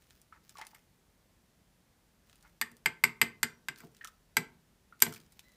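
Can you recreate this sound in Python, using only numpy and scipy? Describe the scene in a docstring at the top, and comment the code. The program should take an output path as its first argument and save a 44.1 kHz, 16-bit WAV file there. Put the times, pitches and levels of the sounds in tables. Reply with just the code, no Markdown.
"""A small glass flask is knocked eight times on a wooden table, after being slid over it.
The hand damps the glass, so each clink is short; the table top thuds under it and a small room answers.
The flask holds metal pieces in liquid. They chatter at each knock, and between the knocks
they tick and grate on the glass while the liquid plops. A soft room hush lies under it all."""
import sys
import numpy as np
from scipy import signal
from scipy.fft import rfft, irfft, next_fast_len
from scipy.io import wavfile

SR = 44100
rng = np.random.default_rng(int(sys.argv[2]) if len(sys.argv) > 2 else 0)


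def log_audio(samples):
    """Write samples as a 16-bit WAV file to the path given in sys.argv[1]."""
    # one column per channel
    frames = np.atleast_2d(samples).T
    # limit to full scale, then quantise
    limited = np.clip(frames, -1, 1)
    pcm = np.round(limited * 32767).astype(np.int16)
    wavfile.write(sys.argv[1], SR, pcm)


N = 245195
T = np.arange(SR // 2) / SR  # half a second of time, for one short sound

# The room's hush. Each row: frequency in Hz, relative level in dB.
HUSH_SPECTRUM = [(15, -26.5), (28, -13.5), (42, 2), (75, -1.5), (105, -5), (170, -2), (270, -10),
                 (600, -15), (1300, -20), (1950, -20), (2400, -22.5), (6000, -25), (15500, -29.5)]
# The room's echo. Each row: frequency in Hz, fade time in seconds (the time to drop 60 dB).
ROOM_FADE_TIMES = [(150, 0.8), (600, 0.42), (2000, 0.2559), (5000, 0.26), (12000, 0.1739)]
# The tone of that echo. 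Each row: frequency in Hz, relative level in dB.
ROOM_SPECTRUM = [(150, 0), (600, 2.5), (2000, 4.5), (5000, -1.5), (12000, -1.5)]
# Echoes from near surfaces. Each row: delay in seconds, level in dB.
NEAR_ECHOES = [(.0023, -19.5), (.0069, -19.5), (0.0124, -16)]
# Glassware ringing on. Each row: start in seconds, pitch in Hz, level in dB, fade time in seconds.
GLASSWARE_RINGS = [(3.431, 3750, -87, 1.1), (3.431, 5700, -75, 1.3), (5.428, 1986, -69, 0.79),
                   (5.428, 3980, -74.5, 0.99)]
# Bubbles in the liquid. Each row: start in seconds, level in dB, pitch in Hz.
BUBBLES = [(.325, -43, 1306), (.555, -45, 1124), (0.587, -41.5, 870), (0.596, -45.5, 836),
           (.617, -41.5, 868), (0.62, -40.5, 2060), (.732, -50.5, 860), (2.449, -53.5, 1430),
           (2.622, -27, 1833), (4.0108, -38.5, 1830), (4.04, -41.5, 1795), (4.050, -38.5, 1322),
           (4.08, -47.5, 1260), (4.9245, -45, 1393), (5.124, -45.5, 1356), (5.161, -45.5, 2320)]
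# Short pushes of the flask. Each row: start in seconds, length in seconds, level in dB.
PUSHES = [(.32, 0.043, -65.5), (.565, 0.078, -58.5), (.74, 0.019, -61.5), (2.43, 0.042, -66.5),
          (3.79, .04, -66.5)]
# Glass rubbing on wood. Each row: frequency in Hz, relative level in dB.
RUB_SPECTRUM = [(100, -25), (650, -9), (880, 4), (1300, 2.5), (1700, 1), (2150, 2), (3000, -13.5),
                (6000, -15), (15000, -37)]
# The pieces shift in the moved flask. Each row: start in seconds, length in seconds, level in dB.
PIECE_SHIFTS = [(0, 0.18, -72), (.43, 0.32, -68), (2.24, 0.24, -74), (3.76, 0.052, -62),
                (3.92, 0.19, -74.5), (4.99, 0.056, -51), (5.12, 0.036, -59), (5.3, 0.3, -74)]
# Metal grating on glass. Each row: frequency in Hz, relative level in dB.
GRATE_SPECTRUM = [(100, -27.5), (700, -10), (1400, 1), (3500, -2), (5000, 0.5), (6200, -1.5), (8200, -9.5),
                  (10500, -10.5), (12200, -4.5), (13200, -6.5), (15000, 2)]
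# Clear touches of metal on glass. Each row: start in seconds, level in dB, extra treble in dB.
TOUCHES = [(0.107, -48.5, -7), (.216, -61.5, 13), (.494, -48.5, 3.5), (.571, -40.5, -11), (.584, -41, -5),
           (0.594, -39.5, -15), (0.614, -30, -16.5), (.668, -46, 5.5), (2.297, -53, -4),
           (2.329, -46.5, -17), (2.357, -59.5, 3.5), (2.426, -56.5, 5.5), (2.716, -62, 10.5),
           (2.768, -58.5, 8.5), (3.76, -48, -6), (3.796, -51, -6), (3.948, -52, -5), (3.967, -51, -2),
           (4.046, -35, -0.5), (4.0733, -42.5, 5.5), (5.003, -44.5, 6), (5.125, -44, 5), (5.138, -43, 5),
           (5.16, -49, .5), (5.202, -53, 1), (5.323, -62, 10), (5.393, -41.5, 0.5)]
# The snap of one touch. Each row: frequency in Hz, relative level in dB.
TICK_SPECTRUM = [(100, -23.5), (700, -13), (1400, 1.5), (4000, 2), (9000, 0.5), (15000, -7.5)]
# The table top's own tones. Each row: pitch in Hz, level in dB, fade time in seconds.
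WOOD_TONES = [(127, -32.5, 0.23), (161.6, -32.5, 0.15), (232.6, -22, 0.14), (328, -37, 0.17),
              (390, -28, 0.12), (440.5, -35, 0.24), (689.8, -26.5, 0.097)]
# The blurred rest of the table's shaking. Each row: frequency in Hz, relative level in dB.
BOOM_SPECTRUM = [(20, -36.5), (45, -22), (90, -9), (140, -0.5), (240, -2), (290, -7), (440, -4.5),
                 (540, -16), (800, -19), (2000, -47)]
# The pieces chattering on the glass. Each row: frequency in Hz, relative level in dB.
CHATTER_SPECTRUM = [(30, -45), (100, -26.5), (550, -20.5), (900, -3), (2200, 5.5), (4700, -3), (6300, -8),
                    (8000, 0.5), (9700, -9.5), (10500, -21), (11200, -17.5), (12000, -1), (13000, -18.5),
                    (14500, -20.5), (15500, -26.5)]
# The held flask's own tones; a few high ones escape the grip and ring longer.
# Each row: pitch in Hz, level in dB, fade time in seconds.
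FLASK_TONES = [(901, -13, 0.031), (1104, -13, 0.027), (1322, -20, .035), (1549.6, -11, 0.057),
               (1794, -15, 0.023), (1843, -12.5, .04), (2056, -5.5, 0.056), (2212, -6, 0.03),
               (2358, -9, 0.042), (2730, -8.5, 0.015), (2870, -17, 0.047), (3220, -15.5, 0.027),
               (3810, -17.5, 0.014), (4570, -13.5, 0.017), (4793, -7.5, 0.022), (4923, -20, 0.06),
               (5913, -12.5, 0.014), (7280, -9, .014), (7410, -11.5, 0.023), (8050, -9, 0.034),
               (8200, -21.5, 0.065), (9480, -16, .018), (11855, -2, 0.017), (11840, -19.5, 0.046),
               (12320, -6, 0.012), (12245, -21, 0.048)]
# Eight knocks and five softer bumps. Each row: start in seconds, level in dB, hollowness (1 kHz and
# below) in dB, pitch the struck spot favours in Hz, its boost in dB, then treble, chatter and thud in dB.
FLASK_KNOCKS = [(0.748, -56, -4, 1990, -1, 8.5, 2, -6), (2.6133, -25.5, 4, 1750, 0, 5.5, 1.5, 3),
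                (2.715, -59.5, -1.5, 2000, -1, 0, -9.5, 25.5), (2.859, -17.5, 4, 2110, 5, -5.5, -2.5, 1),
                (3.0384, -15, 1.5, 2150, 6.5, .5, -1, 1), (3.215, -13, -5.5, 1250, 6.5, -1, -3.5, 2),
                (3.4304, -18, -3, 1640, 5.5, 0.5, 1, 1), (3.685, -26, 1.5, 1600, 4.5, -6, -2.5, 3),
                (3.804, -52, 5, 1470, 12.5, 6.5, -4, 19.5), (3.834, -60.5, 19, 1390, 12, -14, -4, 36.5),
                (4.3683, -15.5, -2, 1540, 3, 1, -3.5, 4), (5.0216, -13.5, -3.5, 2120, -6, 11, -6, 1.5),
                (5.065, -32.5, 3, 1290, 8, -10, -5, 19)]


def amp(db):
    """Turn decibels into a gain."""
    return 10 ** (np.asarray(db) / 20)


def unit(x):
    """Scale a sound to an average (rms) level of 1."""
    return x / np.sqrt(np.mean(x ** 2) + 1e-20)


def along(points, hz):
    """Read between (Hz, value) rows on a log frequency scale."""
    freqs, values = np.transpose(points)
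    return np.interp(np.log(hz + 1), np.log(freqs + 1), values)


def coloured(x, colour):
    """Filter a sound; colour(hz) gives the gain in dB."""
    size = next_fast_len(len(x) + 8192)
    gain = amp(colour(np.fft.rfftfreq(size, 1 / SR)))
    return irfft(rfft(x, size) * gain, size)[:len(x)]


def noise(spectrum, count):
    """Noise with the given spectrum, at level 1."""
    return unit(coloured(rng.standard_normal(count), lambda hz: along(spectrum, hz)))


def fade(seconds):
    """Die away by 60 dB in the given time."""
    return np.exp(-np.log(1000) * T / seconds)


def rise(seconds):
    """A soft start."""
    return 1 - np.exp(-T / seconds)


def add(track, start, sound):
    """Mix a sound into the track; start is in seconds."""
    part = track[round(start * SR):][:len(sound)]
    part += sound[:len(part)]


def ring(tones, colour, scatter_db, detune_hz):
    """A struck object's tones; strength and pitch vary a little with the grip and the spot hit."""
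    out = np.zeros(len(T))
    for k, (hz, db, fade_s) in enumerate(tones):
        gain = amp(db + colour(hz) + scatter_db * rng.standard_normal())
        pitch = hz + detune_hz * rng.standard_normal()
        out += (-1) ** k * gain * fade(fade_s) * np.sin(2 * np.pi * pitch * T)
    return out


def slipping(spectrum, per_second, spread_db):
    """Friction: many tiny slips of uneven size, at level 1."""
    slips = (rng.random(N) < per_second / SR) * rng.choice([-1, 1], N)
    sizes = amp(spread_db * rng.standard_normal(N))
    return unit(coloured(slips * sizes, lambda hz: along(spectrum, hz)))


def movements(rows, attack_s, release_s):
    """The loudness of a series of movements: each builds up, holds and dies away."""
    t = np.arange(N) / SR
    out = np.zeros(N)
    for start, length, db in rows:
        build_up = np.clip((t - start) / attack_s, 0, 1)
        die_away = np.exp(-np.maximum(t - start - length, 0) / release_s)
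        out += amp(db) * build_up * die_away
    return out


def room_hush(level_db=-68.5):
    """The low, steady hush of the room."""
    return amp(level_db) * noise(HUSH_SPECTRUM, N)


def in_room(x, tail_db):
    """The direct sound, echoes from near surfaces and a blurred tail."""
    hz, t, bands = signal.stft(rng.standard_normal(len(T)), SR, nperseg=256)
    decay = np.exp(-np.log(1000) * t / along(ROOM_FADE_TIMES, hz)[:, None])
    tone = amp(along(ROOM_SPECTRUM, hz))[:, None]
    tail = signal.istft(bands * decay * tone, SR)[1][:len(T)] * rise(0.0015)
    answer = amp(tail_db) * tail / np.linalg.norm(tail)
    answer[0] += 1  # the direct sound
    for delay, db in NEAR_ECHOES:
        add(answer, delay, amp(db) * np.array([1, 2, 1]) / 4)  # a slightly dulled echo
    return signal.fftconvolve(x, answer)[:len(x)]


def glassware(width_hz=45):
    """Glassware rings on after a jolt with faint, slightly fuzzy tones."""
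    out = np.zeros(N)
    for start, pitch, db, fade_s in GLASSWARE_RINGS:
        peak = lambda hz: -20 * np.log10(1 + ((hz - pitch) / width_hz) ** 2)
        tone = unit(coloured(rng.standard_normal(len(T)), peak))
        add(out, start, amp(db) * tone * fade(fade_s) * rise(0.0024))
    return out


def plops(glide=0.93, splash_db=-11):
    """Bubbles ring briefly, rising a little in pitch, each inside a small splash."""
    out = np.zeros(N)
    for start, db, hz in BUBBLES:
        bubble = np.sin(2 * np.pi * hz * (T + glide * T ** 2)) * fade(0.038)
        around_pitch = [(hz / 2, -30), (hz * 0.77, -7), (hz, 0), (hz * 3, -32), (hz * 8, -50)]
        splash = amp(splash_db) * noise(around_pitch, len(T)) * fade(0.069)
        add(out, start, amp(db) * (bubble + splash) * rise(0.00049))
    return out


def grating(shifting):
    """The metal pieces grate on the glass as they shift."""
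    return shifting * slipping(GRATE_SPECTRUM, per_second=450, spread_db=5)


def ticks(shifting, strays_per_second=30, stray_db=9, spread_db=3):
    """Metal touches the glass in short snaps; stray ones fall at random while the pieces shift."""
    count = int(strays_per_second * N / SR)
    places = ((np.arange(count) + rng.random(N)[:count]) * N / count).astype(int)
    sizes = amp(stray_db + spread_db * rng.standard_normal(N)[:count])
    strays = np.bincount(places, sizes * shifting[places], N)
    shape = (fade(0.0056) + amp(-10.5) * fade(0.055)) * rise(0.0001)
    out = np.zeros(N)
    for start, db, treble_db in TOUCHES:
        treble = lambda hz: along([(2000, 0), (12000, treble_db)], hz)
        snap = coloured(noise(TICK_SPECTRUM, len(T)), treble)
        add(out, start, amp(db) * snap * shape)
    return out + noise(TICK_SPECTRUM, N) * signal.fftconvolve(strays, shape)[:N]


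def sliding():
    """The flask's foot rubs on the wood with each push."""
    pushing = movements(PUSHES, attack_s=0.013, release_s=0.014)
    return pushing * slipping(RUB_SPECTRUM, per_second=1700, spread_db=3)


def table_thud():
    """The table top swings with a few low tones and a blurred boom."""
    boom = amp(-25.5) * noise(BOOM_SPECTRUM, len(T)) * fade(0.2)
    wood = ring(WOOD_TONES, lambda hz: 0, scatter_db=1.5, detune_hz=3)
    return (wood + boom) * rise(0.011)


def chatter(colour, burst_db):
    """The pieces land on the glass in a sharp burst, then settle."""
    burst = amp(burst_db) * (amp(1) * fade(0.0056) + amp(-4.5) * fade(0.025))
    settling = amp(-22.5) * fade(0.15)
    return coloured(noise(CHATTER_SPECTRUM, len(T)), colour) * rise(0.00032) * (burst + settling)


def knocks():
    """Each knock rings the glass, makes the pieces chatter and shakes the table top."""
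    out = np.zeros(N)
    for start, db, hollow_db, spot_hz, spot_db, treble_db, chatter_db, thud_db in FLASK_KNOCKS:
        # the spot that lands favours nearby tones; each knock has its own brightness and hollowness
        favoured = lambda hz: spot_db * np.exp(-((hz - spot_hz) / 200) ** 2)
        balance = [(1000, hollow_db), (1600, 0), (3000, 0), (12000, treble_db)]
        colour = lambda hz: favoured(hz) + along(balance, hz)
        clink = ring(FLASK_TONES, colour, scatter_db=1.2, detune_hz=20) * rise(0.0002)
        knock = clink + chatter(colour, chatter_db) + amp(thud_db) * table_thud()
        add(out, start, amp(db) * in_room(knock, tail_db=-18))
    return out


def scene():
    """Small sounds and knocks over the hush of the room."""
    shifting = movements(PIECE_SHIFTS, attack_s=0.016, release_s=0.053)
    small_sounds = ticks(shifting) + grating(shifting) + sliding() + plops() + glassware()
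    return (in_room(small_sounds, tail_db=-17) + knocks() + room_hush())[None]


def record(dry):
    """Clip the peaks at full scale and cut the very highest treble."""
    treble_cut = lambda hz: np.interp(hz, [15400, 16500], [0, -70])
    return coloured(np.clip(dry[0], -1, 1), treble_cut)[None]


dry = scene()
out = record(dry)
log_audio(out)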